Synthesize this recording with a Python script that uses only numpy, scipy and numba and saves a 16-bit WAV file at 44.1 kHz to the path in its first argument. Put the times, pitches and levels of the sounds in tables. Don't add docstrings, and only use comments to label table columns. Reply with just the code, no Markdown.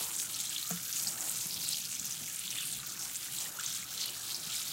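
import sys
import numpy as np
from scipy import signal
from scipy.fft import rfft, irfft
from scipy.io import wavfile
from scipy.ndimage import uniform_filter1d
from numba import njit

SR = 44100
rng = np.random.default_rng(int(sys.argv[2]) if len(sys.argv) > 2 else 0)


def transcribe(u):
    v = np.clip(np.atleast_2d(u).T, -1, 1)
    q = np.round(v * 32767).astype(np.int16)
    wavfile.write(sys.argv[1], SR, q)


N = 208409

# pitch spread/octaves, rate/(1/s), length/cycles, mean upward glide/octaves, size scatter/dB
COARSE_BUBBLES = (0.37, 2600, 7.4, 0.94, 6.1)
FINE_BUBBLES = (0.24, 3000, 7.0, 0.75, 5.1)
SPRAY_BUBBLES = (0.28, 4000, 5.2, 0.37, 6)
GURGLE_BUBBLES = (0.3, 650, 11, 0.15, 2.2)
DROPLET_CLICKS = (1.22, 506, 1.26, -0.5, 2.5)
# t/s, fine bubble level/dB, coarse level re fine/dB
JET_LEVELS = [(0.0, -38.5, -4), (0.06, -41, -7), (0.24, -37.5, -23), (0.28, -44.5, -6.5), (0.4, -40, -5),
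              (0.55, -43.5, -5), (0.86, -43.5, -6.5), (0.97, -38, -7.5), (1.15, -43.5, -16),
              (1.3, -40, -12.5), (1.45, -40, -6.5), (1.55, -46, 4.5), (1.59, -46, 3.5), (1.63, -42.5, -0.5),
              (1.72, -40.5, -0.5), (1.84, -43, -5), (1.89, -45, -14), (1.93, -41, -9), (1.97, -42.5, -6),
              (2.32, -44.5, -10.5), (2.39, -45, -6), (2.58, -42.5, -2), (2.67, -40.5, -7.5),
              (2.7, -41.5, -8.5), (2.74, -42, -4), (2.82, -46.5, -9), (2.9, -43.5, -4.5), (2.96, -49, -5.5),
              (3.01, -39.5, -17), (3.13, -45, -11), (3.24, -43, -5.5), (3.3, -47.5, -6), (3.38, -41, -2),
              (3.43, -41.5, -4), (3.53, -49.5, -8.5), (3.64, -43.5, 1), (3.78, -40.5, -6),
              (3.86, -49.5, -4), (3.96, -43, -8), (4.02, -40, -1), (4.08, -47, 5), (4.13, -49, 0),
              (4.16, -45.5, 0), (4.21, -45, -1.5), (4.33, -43, 0.5), (4.42, -47.5, 3), (4.56, -40, 0),
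              (4.66, -44.5, 1.5), (4.73, -47.5, 3)]
# t/s, coarse f/Hz, fine f/Hz, spray level/dB (before it follows the jet), gurgle level/dB
SLOW_DRIFT = [(0, 4220, 7880, -48, -59), (0.5, 3890, 7130, -50.5, -61.5), (1.0, 4640, 7080, -44, -59),
              (1.3, 4370, 7500, -47, -57), (1.7, 4460, 7520, -45, -67), (2.0, 4550, 6810, -52.5, -61.5),
              (2.45, 3280, 7440, -49.5, -63), (2.7, 3600, 8120, -53, -58), (2.9, 4120, 6850, -50, -58),
              (3.05, 4240, 7320, -49, -58.5), (3.25, 4150, 7830, -47.5, -59), (3.5, 4060, 7380, -47, -56),
              (4.1, 4300, 6840, -51.5, -58), (4.73, 4500, 7260, -47, -57.5)]
# t/s at the peak, peak level/dB, f/Hz at the peak
LOUD_BUBBLES = [(0.1654, -20.5, 8040), (0.2285, -23, 7900), (0.265, -37, 7600), (0.52, -46, 1600),
                (0.3445, -29, 4200), (0.349, -24, 5760), (0.3903, -25, 7200), (0.4025, -22, 7000),
                (0.4126, -24, 7900), (0.4395, -24, 8800), (0.462, -34, 3480), (0.472, -32, 4050),
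                (0.4953, -22, 7700), (0.51, -35, 4200), (0.5286, -33, 3280), (0.563, -25.5, 3420),
                (0.5818, -26.5, 4100), (0.596, -35, 3600), (0.6286, -28, 3960), (0.676, -24, 7400),
                (0.693, -19.5, 12500), (0.711, -21.5, 7100), (0.9279, -20, 6100), (0.997, -25, 5400),
                (1.0252, -19, 10600), (1.0399, -24, 8200), (1.064, -44, 1790), (1.0722, -19.5, 4850),
                (1.0767, -21, 7840), (1.0825, -20, 7700), (1.088, -22, 7400), (1.108, -23, 8060),
                (1.156, -46, 1310), (1.183, -43, 1740), (1.208, -21, 7200), (1.296, -17.5, 7900),
                (1.305, -47, 1390), (1.4697, -22, 11600), (1.509, -25.5, 5000), (1.543, -24.5, 5450),
                (1.618, -28, 4600), (1.628, -30, 4300), (1.65, -27, 4560), (1.661, -28, 4500),
                (1.6817, -29, 7280), (1.6896, -16, 8460), (1.7236, -27, 4020), (1.732, -23, 4600),
                (1.745, -29.5, 3200), (1.7725, -31, 3300), (1.8176, -27, 6660), (1.853, -25.5, 5020),
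                (1.97, -43, 2260), (1.997, -21, 7000), (2.0468, -25, 6560), (2.0538, -22, 12700),
                (2.059, -29, 6330), (2.124, -24.5, 5900), (2.279, -39.5, 2200), (2.361, -23, 8260),
                (2.3933, -18.5, 9500), (2.4788, -27.5, 3500), (2.5056, -24, 6000), (2.584, -43, 1870),
                (2.5859, -28, 3520), (2.6147, -30.5, 3060), (2.6098, -26, 6960), (2.6618, -26, 9120),
                (2.6742, -24.5, 8900), (2.727, -23, 8450), (2.7702, -22, 14550), (2.801, -33, 3900),
                (2.834, -43, 1380), (2.8683, -20.5, 13500), (2.956, -44, 1800), (2.994, -25, 8300),
                (3.012, -30, 6000), (3.051, -29, 5800), (3.113, -31, 14000), (3.1574, -23, 6740),
                (3.163, -23, 8000), (3.172, -33, 12500), (3.286, -42, 1800), (3.324, -26, 10200),
                (3.3872, -23.5, 7340), (3.416, -26, 6500), (3.46, -41.5, 1870), (3.572, -44.5, 1250),
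                (3.59, -35.5, 1430), (3.597, -22, 7560), (3.599, -41, 1570), (3.611, -39.5, 1290),
                (3.6373, -23, 7800), (3.663, -21, 6400), (3.678, -27, 6000), (3.741, -30, 7000),
                (3.829, -40, 2110), (3.978, -30, 4000), (4.0145, -24, 4480), (4.0333, -27, 4370),
                (4.057, -34, 4100), (4.0591, -20.5, 11200), (4.0818, -29, 4330), (4.106, -27, 7500),
                (4.3096, -27, 4620), (4.346, -22, 5040), (4.352, -31, 6270), (4.451, -29, 6160),
                (4.5, -28, 7200), (4.547, -43, 2200), (4.5641, -24.5, 5300)]
# t/s at the middle, length/s, level/dB, f/Hz, rise/octaves
AIR_GARGLES = [(0.268, 0.1, -56.5, 1450, 0.03), (0.707, 0.16, -53.5, 1312, 0.2),
               (0.89, 0.07, -54, 1580, 0.03)]
# f/Hz, relative level/dB per Hz
SPLASH_COLOUR = [(18, -40), (50, -2), (105, -15), (125, 0), (230, -8), (330, -1.5), (395, -11.5), (755, -7),
                 (1060, -7), (1310, -10), (1990, -14), (2250, -4.5), (7400, -11), (15800, -5.5)]
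# t/s, level/dB
SPLASH_LOW_MIDS = [(0.0, -57.5), (0.25, -64), (1.03, -62), (1.28, -59), (1.96, -65), (2.24, -66),
                   (2.72, -64.5), (3.12, -62), (3.57, -62), (4.73, -63)]
# t/s, level/dB
DRAIN_SWELL = [(0.3, -3), (1.4, 1.5), (3.0, -2), (3.7, -2), (4.73, -2)]
# f/Hz, relative level/dB, free ring t60/s
BASIN_MODES = [(181.8, -2.5, 0.18), (172.6, 3.5, 0.2), (214, -5, 0.12), (304, -11.5, 0.071),
               (455, -9, 0.18), (707, 2, 0.055), (1310, -13.5, 0.073), (1850, -26, 0.025)]
# t/s, blow level/dB, hardness/(dB per octave),
# share of the ring time left while it rests on the steel/(0-1)
COLANDER_BUMPS = [(0.008, -50, 3.5, 0.56), (0.7066, -32.5, -2.5, 1), (1.458, -32, -11, 0.16),
                  (4.47, -35, -17, 0.14)]
# f/Hz, level/dB rms
APPLIANCE_HUMS = [(58, -79.5), (90, -83), (118, -68)]

SIZE_WANDER = 0.075
LARGEST = 1.2
SPRAY_HZ, GURGLE_HZ, CLICK_HZ = 12840, 1508, 7100
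SPRAY_FOLLOW, SPRAY_WANDER_DB = 0.32, 1.5
GURGLE_SURGE_DB = 1.2
CLICK_DB = -7
PEA_HZ, BASIN_LOW_HZ = 2140, 113
TRAIL_S, TRAIL_DB, TRAIL_SPREAD = 0.0062, -8, 0.13
GARGLE_WIDTH_HZ = 190
BOWL_T60_S, BOWL_DB = 0.1, -10
SPLASH_DB, SPLASH_FOLLOW, SPLASH_FLICKER_DB = -48, 0.32, 2.2
DRUM_DB, DRUM_FLICKER_DB = -58.5, 3
DRUM_DAMP = 0.17
BASIN_RISE = 5.1
SCUFF_DB, SCUFF_T60_S, SCUFF_HZ = -3.5, 0.1, 1480
MIC_LOW_HZ, TOP_HZ = 43.3, 15830


def undb(db):
    return 10 ** (np.asarray(db) / 20)


def level(x, db):
    return x * undb(db) / np.sqrt(np.mean(x ** 2))


def curve(t, table):
    columns = np.transpose(table)
    return [np.interp(t, columns[0], column) for column in columns[1:]]


def walk(rate):
    hold = int(SR / rate)
    steps = np.repeat(rng.standard_normal(N // hold + 1), hold)
    return 1.284 * uniform_filter1d(uniform_filter1d(steps, hold), hold)[:N]


def ring(x, hz, t60):
    r = np.exp(-np.log(1000) / (t60 * SR))
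    w = 2 * np.pi * hz / SR
    return signal.lfilter([0, np.sin(w)], [1, -2 * r * np.cos(w), r * r], x)


def above(x, hz):
    return signal.sosfilt(signal.butter(2, hz, "high", fs=SR, output="sos"), x)


@njit
def bubbles(n, peak, hz, cycles, glide, size, turn, soft):
    out = np.zeros(n)
    for k in range(len(peak)):
        tau = cycles[k] * SR / hz[k] / 3
        phase = turn[k]
        start = max(peak[k] - int(tau), 0)
        for j in range(min(int(6 * tau), n - start)):
            u = j / tau
            f = hz[k] * 2 ** (glide[k] * (min(u, 4.) - 1) / 3)
            if f > .45 * SR:
                break
            phase += 2 * np.pi * f / SR
            out[start + j] += size[k] * (u * np.exp(1 - u)) ** soft * np.sin(phase)
    return out


def swarm(kind, hz, burst_db):
    spread, rate, cycles, glide, scatter_db = kind
    count = min(int(rate * N / SR), 30000)
    u, g = rng.random((4, count)), rng.standard_normal((2, count))
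    peak = (u[0] * N).astype(np.int64)
    size = undb(scatter_db * np.minimum(-np.log(1 - u[1]), 3.1))
    offset = np.minimum(np.abs(g[0] + LARGEST) - LARGEST, 2)
    pitch = (hz * np.ones(N))[peak] * 2 ** (spread * offset)
    y = bubbles(N, peak, pitch, cycles * 2 ** (0.36 * g[1]), glide * 2 * u[2], size, 2 * np.pi * u[3], 2.2)
    return level(y * undb(burst_db + 0.48 * walk(40)), 0)


def bubble_swarms(t, fine_db, coarse_db, sputter_db):
    coarse_hz, fine_hz, spray_db, gurgle_db = curve(t, SLOW_DRIFT)
    coarse_hz = coarse_hz * 2 ** (SIZE_WANDER * walk(24))
    fine_hz = fine_hz * 2 ** (SIZE_WANDER * walk(24))
    spray_db = spray_db + SPRAY_FOLLOW * (fine_db - fine_db.mean()) + SPRAY_WANDER_DB * walk(10)
    coarse = undb(coarse_db) * swarm(COARSE_BUBBLES, coarse_hz, sputter_db)
    fine = undb(fine_db) * swarm(FINE_BUBBLES, fine_hz, sputter_db)
    spray = undb(spray_db) * swarm(SPRAY_BUBBLES, SPRAY_HZ, sputter_db)
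    gurgle = undb(gurgle_db) * swarm(GURGLE_BUBBLES, GURGLE_HZ, GURGLE_SURGE_DB * walk(25))
    return coarse + fine + spray + gurgle


def single_bubbles(cycles, glide, soft, count=3):
    s, db, hz = np.transpose(LOUD_BUBBLES)
    small = (hz / PEA_HZ) ** 0.33
    out = 0
    for k in range(1 + count):
        u = rng.random((6, len(s)))
        trail = min(k, 1)
        late_s = s - trail * TRAIL_S * np.log(1 - u[3])
        peak = (late_s * SR).astype(np.int64)
        pitch = hz * 2 ** (trail * TRAIL_SPREAD * 2 * (2 * u[4] - 1))
        size = undb(db + trail * (TRAIL_DB - 2 * u[5]))
        length = cycles / small * (0.66 + 0.52 * u[0])
        rise = glide * small * (.5 + u[1])
        out = out + bubbles(N, peak, pitch, length, rise, size, 2 * np.pi * u[2], soft)
    return out


def gargles(t):
    out = 0
    for s, length, db, hz, rise in AIR_GARGLES:
        u = np.clip((t - s) / length, -.5, .5)
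        turn = 2 * np.pi * np.cumsum(hz * 2 ** (rise * u)) / SR
        rough = walk(GARGLE_WIDTH_HZ) * np.cos(turn) + walk(GARGLE_WIDTH_HZ) * np.sin(turn)
        out = out + undb(db) * np.cos(np.pi * u) * rough
    return out


def droplet_clicks(fine_db, sputter_db):
    return undb(fine_db + CLICK_DB) * above(swarm(DROPLET_CLICKS, CLICK_HZ, sputter_db), PEA_HZ)


def bowl(x, count=5):
    t = np.arange(int(.05 * SR)) / SR
    share = np.array([walk(8) for _ in range(count)])
    share = share / np.sqrt(np.sum(share ** 2, axis=0))
    tails = rng.standard_normal((count, len(t))) * 10 ** (-3 * t / BOWL_T60_S) * (t > .0005)
    tails = tails / np.sqrt(np.sum(tails ** 2, axis=1, keepdims=True))
    echoes = signal.oaconvolve(x * share, tails, axes=1)[:, :N].sum(axis=0)
    return x + undb(BOWL_DB) * echoes


def splash(t, flow_db):
    hz = np.maximum(np.fft.rfftfreq(N, 1 / SR), 1)
    colour_hz, colour_db = np.transpose(SPLASH_COLOUR)
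    colour = undb(np.interp(np.log(hz), np.log(colour_hz), colour_db))
    noise = rfft(rng.standard_normal(N)) * colour
    low_mid_db = curve(t, SPLASH_LOW_MIDS)[0] - np.transpose(SPLASH_LOW_MIDS)[1].mean() + 2.7 * walk(9)
    out = 0
    for centre in np.arange(4.5, 14.5, .5):
        shape = np.cos(np.pi * np.clip(np.log2(hz) - centre, -.5, .5)) ** 2
        band = irfft(noise * shape, N)
        follow = SPLASH_FOLLOW * np.clip(centre - 10.5, 0, 1)
        band_db = follow * flow_db + SPLASH_FLICKER_DB * walk(22.03)
        if 8.4 < centre < 10.1:
            band_db = band_db + low_mid_db
        out = out + band * undb(band_db)
    return level(out, SPLASH_DB)


def drumming(t):
    water = rng.standard_normal(N) * undb(DRUM_FLICKER_DB * walk(15) + curve(t, DRAIN_SWELL)[0])
    modes = [undb(db) * ring(water, hz, DRUM_DAMP * t60) for hz, db, t60 in BASIN_MODES]
    return level(sum(modes), DRUM_DB)


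def bumps():
    out = np.zeros(N)
    for s, blow_db, hard_db, free in COLANDER_BUMPS:
        blow = np.zeros(N)
        blow[int(s * SR)] = undb(blow_db)
        fade = signal.lfilter([1], [1, -np.exp(-np.log(1000) / (SCUFF_T60_S * SR))], blow)
        scuff = ring(rng.standard_normal(N), SCUFF_HZ, 6 / SCUFF_HZ)
        out = out + undb(SCUFF_DB + 2 * hard_db) * fade * level(scuff, 0)
        for k, (hz, db, t60) in enumerate(BASIN_MODES):
            rise_t60 = free * min(BASIN_RISE / hz, t60 / 2)
            swing = ring(blow, hz, free * t60) - ring(blow, hz, rise_t60)
            gain = undb(db + hard_db * np.log2(hz / BASIN_MODES[0][0]))
            out = out + (-1) ** k * gain * swing
    return out


def appliance_hum(t):
    out = 0
    for hz, db in APPLIANCE_HUMS:
        out = out + undb(db + 0.41 * walk(3.0)) * np.sqrt(2) * np.sin(2 * np.pi * hz * t)
    return out


def scene():
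    t = np.arange(N) / SR
    fine_db, coarse_re_db = curve(t, JET_LEVELS)
    coarse_db = fine_db + coarse_re_db
    sputter_db = 0.53 * walk(34.86) + 1.25 * walk(150)
    water = bubble_swarms(t, fine_db, coarse_db, sputter_db)
    water = water + single_bubbles(cycles=19, glide=0.23, soft=6.0) + gargles(t)
    water = water + droplet_clicks(fine_db, sputter_db)
    flow_db = (coarse_db + fine_db) / 2
    hiss = splash(t, flow_db - flow_db.mean() + 3 * sputter_db)
    basin = above(drumming(t) + bumps(), BASIN_LOW_HZ)
    return (bowl(water) + hiss + basin + appliance_hum(t))[None]


def record(dry):
    thin = above(dry, MIC_LOW_HZ)
    return signal.sosfilt(signal.ellip(12, .2, 80, TOP_HZ, fs=SR, output="sos"), thin)


dry = scene()
out = record(dry)
transcribe(out)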